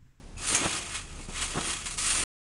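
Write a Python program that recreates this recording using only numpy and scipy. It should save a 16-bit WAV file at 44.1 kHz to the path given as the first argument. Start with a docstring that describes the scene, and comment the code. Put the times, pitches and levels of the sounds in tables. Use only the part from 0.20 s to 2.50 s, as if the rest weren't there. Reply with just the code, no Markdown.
"""Trampoline springs rasp as a child bounces three times, close by in a backyard.
The mat stretches and recoils; the hooks stick and slip, ringing the steel springs and frame.
Deep stretches add a bright scrape and one hook clanks.
The first two landings give low thuds; all three shudder.
Faint outdoor air and a deep hum lie underneath. The sound cuts off during the third landing."""
import sys
import numpy as np
from scipy import signal
from scipy.fft import rfft, irfft
from scipy.io import wavfile

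SR = 44100
rng = np.random.default_rng(int(sys.argv[2]) if len(sys.argv) > 2 else 0)


def log_audio(samples):
    """Write samples as a 16-bit WAV file to the path given in sys.argv[1]."""
    # one column per channel
    frames = np.atleast_2d(samples).T
    # limit to full scale, then quantise
    limited = np.clip(frames, -1, 1)
    pcm = np.round(limited * 32767).astype(np.int16)
    wavfile.write(sys.argv[1], SR, pcm)


N = 101429
TIME = np.arange(N) / SR
FREQ_HZ = np.fft.rfftfreq(N, 1 / SR)


def amp(db):
    """Decibels to gain."""
    return 10 ** (np.asarray(db) / 20)


def unit(x):
    """Scale to unit rms."""
    return x / np.sqrt(np.mean(x ** 2) + 1e-20)


def curve(points):
    """Gain over time from (s, dB) points."""
    return amp(np.interp(TIME, *np.transpose(points)))


def shaped(x, points):
    """Filter by (Hz, dB) points."""
    hz, db = np.transpose(points)
    gain = amp(np.interp(np.log(FREQ_HZ + 1), np.log(hz), db))
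    return irfft(rfft(x) * gain, N)


def colour(x, points):
    """Filter by (Hz, dB) points, then scale to unit rms."""
    return unit(shaped(x, points))


def wander(scale_s):
    """Smooth random motion, unit rms."""
    lowpass = np.exp(-(FREQ_HZ * scale_s) ** 2)
    return unit(irfft(rfft(rng.standard_normal(N)) * lowpass, N))


def decay(start_s, t60_s):
    """Step onset, exponential decay."""
    return (TIME >= start_s) * amp(-60 * np.maximum(TIME - start_s, 0) / t60_s)


def ring(x, response):
    """Pass x through a ringing body of unit energy."""
    return signal.fftconvolve(x, response / np.linalg.norm(response))[:N]


# Each row: frequency in Hz, relative density in dB.
AIR_SPECTRUM = [(15, -7), (45, -2.5), (80, -0.5), (120, -5.5), (180, -6), (300, -13), (600, -18.5),
                (1200, -25), (3000, -29.5), (9500, -34)]
# Each row: time in seconds, hum level in dB.
HUM_LEVELS = [(0, -51), (.2, -43), (.3, -49), (.62, -60), (.8, -47), (1.2, -40.5), (1.65, -49),
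              (1.88, -42.5), (2.03, -42)]


def yard(air_db=-47, hum_hz=31, waver=.07, overtone_ratio=2.55, overtone_db=-6.5):
    """Faint outdoor air and a deep wavering hum with one overtone."""
    pitch_hz = hum_hz * (1 + waver * wander(.15))
    phase = 2 * np.pi * np.cumsum(pitch_hz) / SR
    hum = unit(np.sin(phase) + amp(overtone_db) * np.sin(overtone_ratio * phase))
    air = colour(rng.standard_normal(N), AIR_SPECTRUM)
    return amp(air_db) * air + curve(HUM_LEVELS) * hum


def slips(rate_per_s=5000, spread_db=.5, chatter_db=2.28, chatter_s=.008):
    """Dense stick-slip clicks of uneven size, bunched by chatter."""
    size = amp(spread_db * np.minimum(rng.exponential(1, N), 4))
    sign = rng.choice([-1, 1], N)
    slipping = rng.random(N) < rate_per_s / SR
    chatter = amp(chatter_db * wander(chatter_s))
    return unit(size * sign * slipping * chatter)


def coils(clicks, coil_t60_s=.06, coil_db=.5, frame_t60_s=.3, frame_db=-7):
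    """The coils smear each click in time; the frame adds a dense, fine ring."""
    coil_tail = rng.standard_normal(N) * decay(0, coil_t60_s)
    smear = 1 + amp(coil_db) * rfft(coil_tail / np.linalg.norm(coil_tail))
    allpass = smear / abs(smear)
    frame_tail = rng.standard_normal(N) * decay(0, frame_t60_s)
    frame = 1 + amp(frame_db) * rfft(frame_tail / np.linalg.norm(frame_tail))
    return irfft(rfft(clicks) * allpass * frame, N)


def steel(modes, start_s=0, detune=0):
    """Steel modes after one tap; detune is the fractional pitch spread between springs."""
    tone = np.zeros(N)
    for hz, db, t60_s in modes:
        pitch_hz = hz * (1 + detune * rng.uniform(-1, 1))
        tone += amp(db) * decay(start_s, t60_s) * np.sin(2 * np.pi * (pitch_hz * TIME + rng.random()))
    return tone


# Slip strength per bounce. Each row: time in seconds, drive level in dB.
BOUNCE_1 = [(.16, -87), (.174, -51), (.205, -48), (.24, -37.5), (.30, -32), (.35, -30.5), (.39, -32),
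            (.465, -31), (.5, -33.5), (.565, -33.5), (.6, -38.5), (.66, -39.5), (.69, -43.5), (.71, -40),
            (.73, -38), (.755, -33.5), (.79, -38.5), (.82, -48)]
BOUNCE_2 = [(.9, -50), (1.045, -48.5), (1.075, -56.5), (1.1, -47), (1.14, -42), (1.178, -33.5), (1.2, -36),
            (1.228, -31.5), (1.255, -34), (1.275, -40.5), (1.34, -39), (1.41, -35.5), (1.45, -35),
            (1.515, -32), (1.56, -39), (1.61, -41), (1.654, -47)]
BOUNCE_3 = [(1.659, -31.5), (1.678, -36), (1.7, -42), (1.725, -42), (1.77, -49), (1.784, -33.5),
            (1.8, -35.5), (1.84, -33), (1.91, -30), (1.97, -30), (2.04, -31)]
# Each row: frequency in Hz, relative density in dB.
RASP_SPECTRUM = [(100, -21.5), (300, -6.5), (600, -12.5), (850, -9.5), (1050, 0), (1280, -1), (1750, -2.5),
                 (2400, 2), (3300, -0.5), (4000, -3.5), (5800, -6), (6600, -2.5), (8000, -2.5), (9900, -4)]
# Each row: frequency in Hz, gain in dB.
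TREBLE_BAND = [(3300, -44.5), (4200, -2.5), (6000, 0.5)]
# Each row: time in seconds, treble boost in dB.
TREBLE_BOOST = [(.2, 3.5), (.33, 1.5), (.43, -2.5), (.56, 1.5), (.7, 0), (.76, 0), (.95, -0.5), (1.04, 4.5),
                (1.17, -1.5), (1.3, 1.5), (1.38, -1), (1.55, 1), (1.67, 0.5), (1.75, 5), (2.0, 0.5)]
# Short ring of springs and frame; long ring of springs through the flight.
# Each row: frequency in Hz, relative level in dB, T60 in seconds.
STEEL_MODES = [(357, -9, .2), (702, -7, .4), (1233, -4, .13), (1278, -6, .16), (2375, 2, .2),
               (2480, -2, .12), (2650, -5, .15), (2960, -5, .2), (3325, -6, .25), (6381, -1, .2),
               (6457, -2, .2), (6604, -2, .2), (6720, -3, .2), (7218, -5, .2)]
SINGING_MODES = [(674, -37.5, 1.2), (2385, 0, 1.9), (2520, 2.5, 2.8), (2610, 4, 1.4), (2640, -0.5, 2.5),
                 (6730, 0, 1.3), (6660, 1, 2), (6830, -3.5, 1.3)]


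def springs(rasp_db=2.5, steel_db=-12, singing_db=-24):
    """Hooks slip as the mat moves; the slips rasp and keep the steel ringing."""
    clicks = slips()
    effort = curve(BOUNCE_1 + BOUNCE_2 + BOUNCE_3)
    rasp = colour(coils(clicks), RASP_SPECTRUM)
    rasp += (curve(TREBLE_BOOST) - 1) * shaped(rasp, TREBLE_BAND)
    ringing = ring(clicks * effort, steel(STEEL_MODES))
    singing = ring(clicks * effort, steel(SINGING_MODES))
    return amp(rasp_db) * effort * rasp + amp(steel_db) * ringing + amp(singing_db) * singing


# Each row: start in seconds, level in dB, pitch in Hz.
THUDS = [(0.165, -33.5, 112), (0.318, -29, 84.8), (0.344, -29.5, 105), (0.458, -22.5, 180),
         (1.087, -30, 196), (1.370, -23, 154)]


def thuds(t60_s=.04):
    """Feet and mat thud in the first two landings: low, heavily damped tones."""
    return -sum(amp(db) * decay(start_s, t60_s) * np.sin(2 * np.pi * hz * (TIME - start_s))
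                for start_s, db, hz in THUDS)


# Each row: start in seconds, gain in dB.
JOLTS = [(0.168, -57), (1.09, -63)]


def jolts():
    """The first two touchdowns jolt the slack springs into singing."""
    return sum(amp(db) * steel(SINGING_MODES, start_s) for start_s, db in JOLTS)


# Each row: peak time, rise constant and T60 in seconds, level in dB.
SHUDDERS = [(.205, .02, 0.9, -46), (0.326, 0.014, 0.39, -34.5), (0.424, .02, 0.28, -34.5),
            (.462, 0.0077, 0.065, -27), (0.528, 0.014, 0.83, -43), (0.994, 0.016, 0.12, -45.5),
            (1.091, 0.0035, 0.17, -47), (1.24, 0.11, 0.39, -49.5), (1.381, 0.027, 0.22, -29),
            (1.484, .015, 0.35, -45), (1.981, 0.065, 0.71, -40)]
# Each row: frequency in Hz, relative density in dB.
SHUDDER_SPECTRUM = [(30, -13), (80, -5.5), (160, -2.5), (330, -0.5), (600, -7.5), (1200, -7.5),
                    (1800, -17.5), (4000, -36), (10000, -48.5)]


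def shudders():
    """Mat and frame rumble under load."""
    level = np.zeros(N)
    for peak_s, rise_s, t60_s, db in SHUDDERS:
        swell = np.exp(-abs(TIME - peak_s) / rise_s)
        level += amp(db) * np.where(TIME < peak_s, swell, decay(peak_s, t60_s))
    return level * colour(slips(), SHUDDER_SPECTRUM)


# Each row: start, attack, hold and release in seconds, level in dB.
SCRAPES = [(0.263, 0.018, 0.052, 0.046, -30), (1.197, 0.014, 0.1, .03, -43),
           (1.406, 0.053, .03, 0.035, -34.5), (1.643, 0.0022, .012, 0.014, -43),
           (1.698, .005, .025, 0.036, -42.5), (1.781, .002, .007, 0.014, -33), (1.79, 0.13, 0.14, .05, -28)]
# Each row: frequency in Hz, relative density in dB.
SCRAPE_SPECTRUM = [(1000, -35), (4000, -11), (5900, -11.5), (6500, -12), (8300, -9.5), (9150, 4),
                   (9600, -6), (10200, -8.5)]


def scrapes():
    """Deeply stretched springs slip with a brighter, squeakier scrape."""
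    level = np.zeros(N)
    for start_s, attack_s, hold_s, release_s, db in SCRAPES:
        corners_s = start_s + np.cumsum([0, attack_s, hold_s, release_s])
        level += amp(db) * np.interp(TIME, corners_s, [0, 1, 1, 0])
    return level * colour(coils(slips()), SCRAPE_SPECTRUM)


# Each row: frequency in Hz, gain in dB.
CLANK_FILTER = [(300, -35), (1200, -5), (2400, -7.5), (4000, -16), (6000, -5), (6600, -4), (8000, -1.5),
                (10000, -2)]


def clank(start_s=.3485, gain_db=-18.5, ring_db=-5, spring_count=5):
    """A hook snaps into place: a tick, a splash of coil noise, neighbouring springs ringing."""
    tick = amp(.5) * decay(start_s, t60_s=.0055)
    splash = decay(start_s, t60_s=.17)
    burst = (tick + splash) * colour(rng.standard_normal(N), CLANK_FILTER)
    jangle = sum(steel(STEEL_MODES, start_s, detune=.02) for _ in range(spring_count))
    ringing = shaped(jangle / np.sqrt(spring_count), CLANK_FILTER)
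    return amp(gain_db) * (burst + amp(ring_db) * ringing)


def scene():
    """Trampoline and yard, mono."""
    return (springs() + jolts() + scrapes() + clank() + thuds() + shudders() + yard())[None]


# Each row: frequency in Hz, gain in dB.
TREBLE_ROLLOFF = [(20, -0.5), (9900, 1), (10400, -3), (10900, -20), (11700, -18.5), (12250, -28),
                  (12700, -45.5)]


def record(dry, end_s=2.038, cutoff_hz=12800):
    """Treble roll-off, abrupt stop, steep low-pass."""
    heard = shaped(dry[0], TREBLE_ROLLOFF) * (TIME < end_s)
    lowpass = signal.firwin(511, cutoff_hz, window=("kaiser", 9), fs=SR)
    return signal.oaconvolve(heard, lowpass, "same")[None]


dry = scene()
out = record(dry)
log_audio(out)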